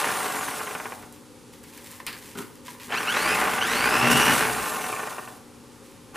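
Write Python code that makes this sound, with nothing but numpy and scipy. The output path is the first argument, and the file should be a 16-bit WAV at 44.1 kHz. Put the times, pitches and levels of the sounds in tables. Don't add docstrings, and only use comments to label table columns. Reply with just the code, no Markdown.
import sys
import numpy as np
from scipy import signal
from scipy.fft import rfft, irfft, next_fast_len
from scipy.io import wavfile
from scipy.ndimage import uniform_filter1d, map_coordinates

SR = 44100
rng = np.random.default_rng(int(sys.argv[2]) if len(sys.argv) > 2 else 0)


def put_to_file(sound):
    columns = np.atleast_2d(sound).T
    safe = np.clip(columns, -1, 1)
    whole_steps = np.round(safe * 32767)
    wavfile.write(sys.argv[1], SR, whole_steps.astype(np.int16))


N = 271656
TIME_S = np.arange(N) / SR
FULL_SPEED_HZ = 2990
RIPPLE_HZ = 120


def amp(db):
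    return 10 ** (np.asarray(db) / 20)


def unit(x):
    return x / np.sqrt(np.mean(x ** 2) + 1e-20)


def along(points, hz):
    freq_hz, values = np.transpose(points)
    return np.interp(np.log(hz + 1), np.log(freq_hz + 1), values)


def curve(rows, **ends):
    return np.interp(TIME_S, *np.transpose(rows), **ends)


def wobble(rate_hz):
    knots = rng.standard_normal(int(N * rate_hz / SR) + 4)
    return map_coordinates(knots, [TIME_S * rate_hz])


def filtered(x, response):
    size = next_fast_len(N + SR // 2)
    return irfft(rfft(x, size) * response(np.fft.rfftfreq(size, 1 / SR)), size)[..., :N]


def shaped(x, spectrum):
    return filtered(x, lambda hz: amp(along(spectrum, hz)))


def resonances(modes, hz):
    return sum(amp(db) * 1j * hz * width / (centre ** 2 - hz ** 2 + 1j * hz * width)
               for centre, width, db in modes)


def impulse(spectrum, size=4096):
    gain = amp(along(spectrum, np.fft.rfftfreq(size, 1 / SR)))
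    cepstrum = irfft(np.log(gain + 1e-6))
    cepstrum[1:size // 2] *= 2
    cepstrum[size // 2 + 1:] = 0
    response = irfft(np.exp(rfft(cepstrum)))
    return response / np.linalg.norm(response)


def through(x, response):
    return signal.fftconvolve(x, response)[:N]


def grains(rate_hz, spread_db):
    size_db = spread_db * np.clip(rng.standard_normal(N), -2, 2)
    return unit((rng.random(N) < rate_hz / SR) * rng.choice([-1, 1], N) * amp(size_db))


def blows(rows, t60_s, scuff):
    out, t = np.zeros(N + SR), np.arange(SR // 8) / SR
    for start_s, db in rows:
        blow = scuff * rng.standard_normal(len(t)) * amp(-60 * t / t60_s)
        blow[0] = 1
        out[int(start_s * SR):][:len(t)] += amp(db) * blow / np.linalg.norm(blow)
    return out[:N]


def slides(rows, attack_s=.018, t60_s=.28):
    return sum(np.clip((TIME_S - start_s) / attack_s, 0, 1)
               * amp(db - 60 * np.maximum(TIME_S - start_s - length_s, 0) / t60_s)
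               for start_s, length_s, db in rows)


AIR_SPECTRUM = [(15, -54), (25, -19.5), (119, -5.5), (156, -10), (240, -8), (305, -5), (331, -10),
                (552, -7.5), (666, -40), (722, -20), (871, -14.5), (1620, -24), (2060, -24.5),
                (10600, -27.5), (15500, -42)]
AIR_COHERENCE = [(60, .5), (150, .8), (550, .85), (1650, .9), (10000, .9)]  # freq_hz, left_right_correlation
APPLIANCE_HUM = [(121, -64.5), (241, -56.5), (297, -61), (420, -63.5)]  # pitch_hz, level_db

def room_tone(air_db=-49):
    def mid_side(hz):
        angle = np.arccos(np.clip(along(AIR_COHERENCE, hz), -1, 1)) / 2
        return amp(along(AIR_SPECTRUM, hz)) * [np.cos(angle), np.sin(angle)]

    mid, side = filtered(rng.standard_normal((2, N)), mid_side)
    hum = sum(np.sqrt(2) * amp(db + wobble(5)) * np.sin(2 * np.pi * hz * TIME_S + .5 * wobble(5))
              for hz, db in APPLIANCE_HUM)
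    return amp(air_db) * unit(np.array([mid + side, mid - side])) + hum


WALL_DECAY = [(150, 0.99), (1000, 0.61), (4000, 0.01), (14000, 0.54)]  # freq_hz, t60_s

def walls(x, delay_s=.004):
    hz, t, noise = signal.stft(rng.standard_normal(SR // 2), SR, nperseg=256)
    decay = amp(-60 * t / along(WALL_DECAY, hz)[:, None])
    tail = signal.istft(noise * decay, SR, nperseg=256)[1]
    return through(x, np.pad(tail / np.linalg.norm(tail), (int(delay_s * SR), 0)))


SKIN_SLIDES = [(1.125, 0.018, -51), (1.52, 0.022, -51.5), (1.63, 0.067, -53.5), (1.72, 0.12, -50.5),
               (1.85, 0.12, -47.5), (2.066, 0.12, -48.5), (2.21, 0.12, -47), (2.366, 0.013, -35),
               (2.645, 0.059, -43.5), (2.8, 0.069, -43.5), (5.712, .025, -55.5), (5.83, 0.077, -55.5)]
SQUELCH_SPECTRUM = [(400, -30), (700, -14), (950, 2), (1330, -8), (1900, 0), (3000, -3), (5500, -6),
                    (10000, -5), (13000, -8), (15000, -11)]
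WET_SNAPS = [(1.125, -33, -58), (1.632, -37, -46), (1.638, -33, -38), (1.776, -29, -35), (1.844, -31, -38),
             (1.914, -28, -50), (2.066, -17, -20), (2.072, -26, -19), (2.081, -27, -26), (2.089, -31, -38),
             (2.128, -30, -26), (2.353, -44, -36), (2.423, -43, -35), (2.555, -36, -43),
             (2.799, -34, -30.5), (2.824, -40, -38)]
CRACK_SPECTRUM = [(1000, -3), (4000, -2), (8000, 10.5), (15000, 6.5)]  # freq_hz, gain_db
FLESH_SPECTRUM = [(300, -5), (700, -11.5), (1000, 3), (1300, 0.5), (1800, 4.5), (2800, 2.5), (3600, -3),
                  (4800, 0), (7000, -32), (15000, -43)]
BONE_TAPS = [(1.547, -40), (1.764, -41), (1.9, -42), (1.932, -39), (2.002, -24.5), (2.682, -22),
             (2.69, -33), (2.749, -36), (2.787, -41)]
TAP_SPECTRUM = [(300, -32), (750, -13), (900, -6), (1000, 4), (1120, -7), (1350, -13), (1800, -4),
                (2600, -15), (6000, -24), (15000, -34)]
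HEAD_FLOPS = [(2.354, -29), (2.374, -26), (2.386, -27), (2.402, -30.5), (2.42, -38)]  # start_s, relative_db
FLOP_SPECTRUM = [(35, -54), (60, -20), (241, 2.5), (414, -2), (547, -25), (1020, -11), (1120, -14),
                 (1460, -8), (1690, -25), (3000, -31), (3900, -46), (6600, -120)]

def fish():
    crackle = unit(grains(rate_hz=1500, spread_db=5) + .55 * rng.standard_normal(N))
    crackle *= amp(1.8 * wobble(70)) * slides(SKIN_SLIDES)
    cracks = blows([(s, db) for s, db, _ in WET_SNAPS], t60_s=.018, scuff=.3)
    flesh = blows([(s, db) for s, _, db in WET_SNAPS], t60_s=.19, scuff=.15)
    taps = blows(BONE_TAPS, t60_s=.056, scuff=.08)
    flops = blows(HEAD_FLOPS, t60_s=.13, scuff=.3)
    return (amp(-1) * through(crackle, impulse(SQUELCH_SPECTRUM))
            + amp(10.5) * through(cracks, impulse(CRACK_SPECTRUM))
            + amp(15) * through(flesh, impulse(FLESH_SPECTRUM))
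            + amp(12) * through(taps, impulse(TAP_SPECTRUM))
            + amp(21.5) * through(flops, impulse(FLOP_SPECTRUM)))


WOOD_MODES = [(60, 14, -5), (130, 10, 8), (176, 20, 3.5), (210, 22, 1), (241, 14, 2), (330, 110, -14)]  # centre_hz, width_hz, gain_db

def counter(strokes, power, press):
    reversals = np.diff(np.floor(2 * strokes), prepend=0).clip(0, 1)
    shoves = unit(reversals * amp(2 * wobble(90)))
    buzz = power * unit(np.sin(2 * np.pi * 2 * RIPPLE_HZ * TIME_S + .4 * wobble(15)))
    drum = filtered(shoves + 2.5 * rng.standard_normal(N),
                    lambda hz: resonances(WOOD_MODES, hz) * amp(along([(40, -12), (55, 0)], hz)))
    sway = np.sin(2 * np.pi * strokes) * amp(2.5 * wobble(24.6)) * press ** .28
    sway = shaped(sway, [(38, -24), (52, 0), (80, 0), (300, -60)])
    return press * (amp(-1) * unit(drum) + amp(-2) * buzz) + amp(-37.5) * sway


def stroke_swell(strokes, sharpness):
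    return unit(np.exp(sharpness * np.cos(2 * np.pi * strokes)) * amp(1.42 * wobble(70)))


SCRAPE_SPECTRUM = [(1500, -28), (3500, 4.5), (5000, 1.5), (7000, 2.5), (10000, 4.5), (12500, -0.5),
                   (15000, -4)]
BACKBONE_RASPS = [(4.1, 0.013, -23), (4.16, 0.25, -30.5)]  # start_s, length_s, level_db

def scrape(hiss_gain, strokes):
    sparks = grains(rate_hz=2500, spread_db=6)
    friction = unit(rng.standard_normal(N) + 1.25 * sparks) * stroke_swell(strokes, sharpness=.049)
    gain = np.hypot(hiss_gain, slides(BACKBONE_RASPS))
    return through(friction * gain, impulse(SCRAPE_SPECTRUM))


def rotor_tone(cycles, order):
    rate_hz = 200 + 85 * order
    flutter = 1 + 1.2 * (wobble(rate_hz) + 1j * wobble(rate_hz))
    return unit(np.real(flutter * np.exp(2j * np.pi * order * cycles)) * amp(1.8 * wobble(30)))


MOTOR_CURRENT = [(250, -18), (700, -1.5), (1100, 0), (1400, 3), (2400, -2), (2750, -.5), (3000, -.5)]  # speed_hz, gain_db
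MAGNETIC_ORDERS = [(1, -32.5), (2, -34.5), (3, -41), (4, -39.5), (6, -49)]  # slot_order, relative_db
SHELL_RADIATION = [(600, 0), (1000, 1.5), (1250, -3), (1500, 2), (1750, -5), (2100, -1.5), (2500, 1.5),
                   (2850, 6), (3150, 3), (3500, -4), (4300, -3), (5200, -6), (5800, -2), (6500, -7),
                   (7500, -7), (10000, -2), (15000, -6)]
WHISTLE_ORDERS = [(4, -9.5), (6, -10.5), (8, -12), (10, -15.5)]  # slot_order, re_hiss_db

def whine(hiss_gain, speed_hz, power, press, load):
    waver = .006 + .005 * np.sqrt(press / press.max())
    cycles = np.cumsum(speed_hz * (1 + waver * wobble(200))) / SR
    ripple = unit(1 + .55 * np.cos(2 * np.pi * RIPPLE_HZ * TIME_S))
    current = power * ripple * amp(along(MOTOR_CURRENT, speed_hz))
    pull = sum(amp(db + along(SHELL_RADIATION, order * speed_hz)) * rotor_tone(cycles, order)
               for order, db in MAGNETIC_ORDERS)
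    treble = lambda hz: np.interp(hz, [4000, 6000, 11500, 15000], [0, 1, 1, 0])
    whistle = sum(amp(db) * treble(order * speed_hz) * rotor_tone(cycles, order)
                  for order, db in WHISTLE_ORDERS)
    idle_pull = (1 - power) * .18 * (speed_hz / FULL_SPEED_HZ) ** 2
    whistle_gain = (1 - power) * hiss_gain * amp(-5 * load)
    return (current + idle_pull) * pull + whistle_gain * whistle


SLAP_LEVELS = [(1050, -59), (1350, -22), (2000, -23.5), (3000, -9)]  # speed_hz, relative_db
BLADE_KNOCKS = [(.572, -27), (0.605, -18), (.672, -17.5), (.710, -20), (0.751, -16.5), (0.8, -18.5),
                (.856, -17), (.922, -21), (1.027, -31.5), (2.905, -24), (2.922, -20), (2.936, -22),
                (3.080, -18), (3.177, -20), (3.250, -16), (3.349, -14), (3.381, -22), (3.416, -6.5),
                (3.433, -15), (3.453, -9), (3.473, -11), (3.536, -12.5), (3.583, -16), (3.611, -14.5),
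                (4.097, -10), (4.795, -20), (4.843, -15.5), (4.899, -20.5), (4.927, -16.5), (4.964, -18),
                (4.994, -16), (5.032, -18.5), (5.073, -17.5), (5.126, -21.5), (5.183, -17.5), (5.276, -25)]
SLAP_SPECTRUM = [(1400, 0), (2400, 3.5), (3200, 1), (4200, -12), (8000, -20)]  # freq_hz, gain_db
BOUNCE_SPECTRUM = [(1300, 0.5), (2000, 3), (3200, -25), (6000, -25)]  # freq_hz, gain_db

def blade_slaps(speed_hz, strokes, power, loose_db, taut_db=-1, bounce_s=.008, bounce_db=-4):
    at = np.flatnonzero(np.diff(strokes % 1) < -.5)
    level_db = along(SLAP_LEVELS, speed_hz[at]) + np.where(power[at] > .5, taut_db, loose_db[at])
    level_db += 1.3 * rng.standard_normal(len(at))
    hits = list(zip(at / SR, level_db)) + BLADE_KNOCKS
    first = blows(hits, t60_s=.045, scuff=.11)
    bounce = blows([(s + bounce_s, db + bounce_db) for s, db in hits], t60_s=.045, scuff=.11)
    return amp(12.5) * (shaped(first, SLAP_SPECTRUM) + shaped(bounce, BOUNCE_SPECTRUM))


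COAST_CHATTER = [(40, -67), (400, -52), (800, -44), (1500, -36), (2300, -31.5), (2900, -27)]  # speed_hz, level_db
POWERED_CHATTER = [(150, -52), (850, -28.5), (1400, -34.5), (1800, -28), (2300, -27), (3000, -24.5)]  # speed_hz, level_db

def gear_chatter(speed_hz, strokes, power, loose_db, press):
    coasting = (1 - power) * amp(along(COAST_CHATTER, speed_hz) + loose_db)
    powered = power * amp(along(POWERED_CHATTER, speed_hz))
    bite = amp(-2.5) * press * power
    teeth = unit(grains(rate_hz=2500, spread_db=3.5) + .5 * rng.standard_normal(N))
    return teeth * stroke_swell(strokes, sharpness=.28) * np.hypot(coasting + powered, bite)


STEEL_MODES = [(1062, 26, 2), (1165, 28, 3), (1750, 90, -4), (2130, 90, -1), (2310, 150, -1),
               (2530, 70, -4)]
STEEL_EXPOSURE = [(4.5, 0.2), (4.7, 0.84), (4.95, 1), (5.1, 0.52)]  # time_s, share

def steel_ring(contacts):
    def response(hz):
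        modes = resonances(STEEL_MODES, hz)
        return modes / np.sqrt(np.mean(abs(modes) ** 2))

    return amp(-2) * filtered(contacts * curve(STEEL_EXPOSURE), response)


HOUSING_MODES = [(440, -8, .08), (560, -11, .09), (628, -7, .12), (759, -2, .1), (860, -3, .08),
                 (955, -7, .08), (1062, -3, .09), (1165, -2, .08), (1390, 0, .06), (1470, -3, .06),
                 (1535, -1, .08), (1765, -6, .08), (2130, -6, .06), (2770, -6, .04)]

def housing(contacts, spectrum, ring_db):
    t = np.arange(SR // 5) / SR
    ring = amp(ring_db) * sum(amp(db - 60 * t / t60_s) * np.cos(2 * np.pi * hz * t)
                              for hz, db, t60_s in HOUSING_MODES)
    ring[0] += 1
    response = signal.fftconvolve(ring, impulse(spectrum))
    return through(contacts, response / np.linalg.norm(response))


FREE_SPECTRUM = [(59, -62), (100, -16), (176, -8.5), (380, -5.5), (436, 2), (475, -4.5), (630, -3.5),
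                 (680, -10.5), (742, 2.5), (808, -2), (1160, 1.5), (1270, -5), (1450, -1.5), (1750, -6),
                 (2300, -5), (3200, -12), (3700, -18.5), (6000, -24), (7800, -47), (13200, -120)]
CUTTING_SPECTRUM = [(59, -40), (100, -48), (119, -17), (192, -9.5), (236, -8), (275, -5.5), (615, -11.5),
                    (693, -22.5), (768, -8), (960, -9), (1400, -2.5), (1840, -4.5), (2820, -7),
                    (3530, -14.5), (6000, -20), (7800, -30), (13200, -120)]

def rattle(chatter, slaps, load):
    free = housing(chatter * np.sqrt(1 - load) + slaps, FREE_SPECTRUM, ring_db=-53.5)
    cutting = housing(chatter * np.sqrt(load), CUTTING_SPECTRUM, ring_db=-48)
    return free + cutting + steel_ring(chatter + slaps)


TRIGGER_PULLS = [(-2, -.102, .2, 2266, 0), (2.878, 2.988, .156, 2800, .4), (3.073, 3.355, .189, 4300, .9),
                 (3.614, 4.337, .249, 2522, .95), (6.136, 7, .129, 2600, 0)]
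COAST_LOOSENESS = [(1.5, -5.5), (4.5, 0), (3, 0), (2, -7.5), (1, 0)]

def motor(drag_tau_s=9.716, slots_per_stroke=39.6):
    speed_hz, strokes, power = np.zeros((3, N))
    loose_db = np.zeros((N, 2))
    for (on_s, off_s, spin_up_s, braking, phase), pull_db in zip(TRIGGER_PULLS, COAST_LOOSENESS):
        lag = np.exp(-np.clip(TIME_S - on_s, 0, off_s - on_s) / spin_up_s)
        driven_hz = FULL_SPEED_HZ + (np.interp(on_s, TIME_S, speed_hz) - FULL_SPEED_HZ) * lag
        drag = np.exp(-np.maximum(TIME_S - off_s, 0) / drag_tau_s)
        friction_hz = braking * drag_tau_s
        run_hz = np.maximum((driven_hz + friction_hz) * drag - friction_hz, 0)
        travel = np.cumsum(run_hz) / SR / slots_per_stroke
        now = TIME_S >= on_s
        speed_hz[now], power[now], loose_db[now] = run_hz[now], TIME_S[now] < off_s, pull_db
        strokes[now] = travel[now] - np.interp(off_s, TIME_S, travel) + phase
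    return speed_hz, strokes, np.clip(uniform_filter1d(power, size=300), 0, 1), loose_db.T


BLADE_PRESSURE = [(2.9, -65), (2.934, -53.5), (3.334, -49.5), (3.43, -44), (3.564, -44), (3.958, -41),
                  (4.055, -30.5), (4.165, -26.5), (4.265, -36.5), (4.305, -26.5), (4.42, -41.5),
                  (4.5, -37.5), (4.72, -48)]
CUT_LOAD = [(2.8, 0.05), (2.89, 0.9), (4.38, 0.72), (4.52, 0.08)]  # time_s, share

def knife():
    speed_hz, strokes, power, (chatter_db, slap_db) = motor()
    press = amp(curve(BLADE_PRESSURE, left=-np.inf, right=-np.inf))
    load = curve(CUT_LOAD)
    hiss_gain = amp(-36) * speed_hz / 2000
    hiss = scrape(hiss_gain, strokes)
    chatter = gear_chatter(speed_hz, strokes, power, chatter_db, press)
    slaps = blade_slaps(speed_hz, strokes, power, slap_db)
    tones = whine(hiss_gain, speed_hz, power, press, load)
    return rattle(chatter, slaps, load) + hiss + tones + counter(strokes, power, press)


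WALL_WIDTH = [(60, -6), (130, -15.5), (500, -15), (1000, -14), (2400, -26), (4500, -15), (8000, -11.5),
              (13000, -8)]
BASS_BALANCE = [(130, 3.2), (260, 2.5), (500, 1.5), (1000, 0)]  # freq_hz, left_minus_right_db

def scene():
    direct = knife() + fish()
    reflections = shaped(walls(direct), [(200, -12), (700, 0)])
    mid = amp(-.5) * direct + amp(-6.5) * reflections
    side = shaped(walls(direct), WALL_WIDTH)
    stereo = np.array([mid + side, mid - side]) + room_tone()
    return filtered(stereo, lambda hz: amp(np.outer([.5, -.5], along(BASS_BALANCE, hz))))


def record(dry):
    return filtered(dry, lambda hz: hz < 15350)


dry = scene()
out = record(dry)
put_to_file(out)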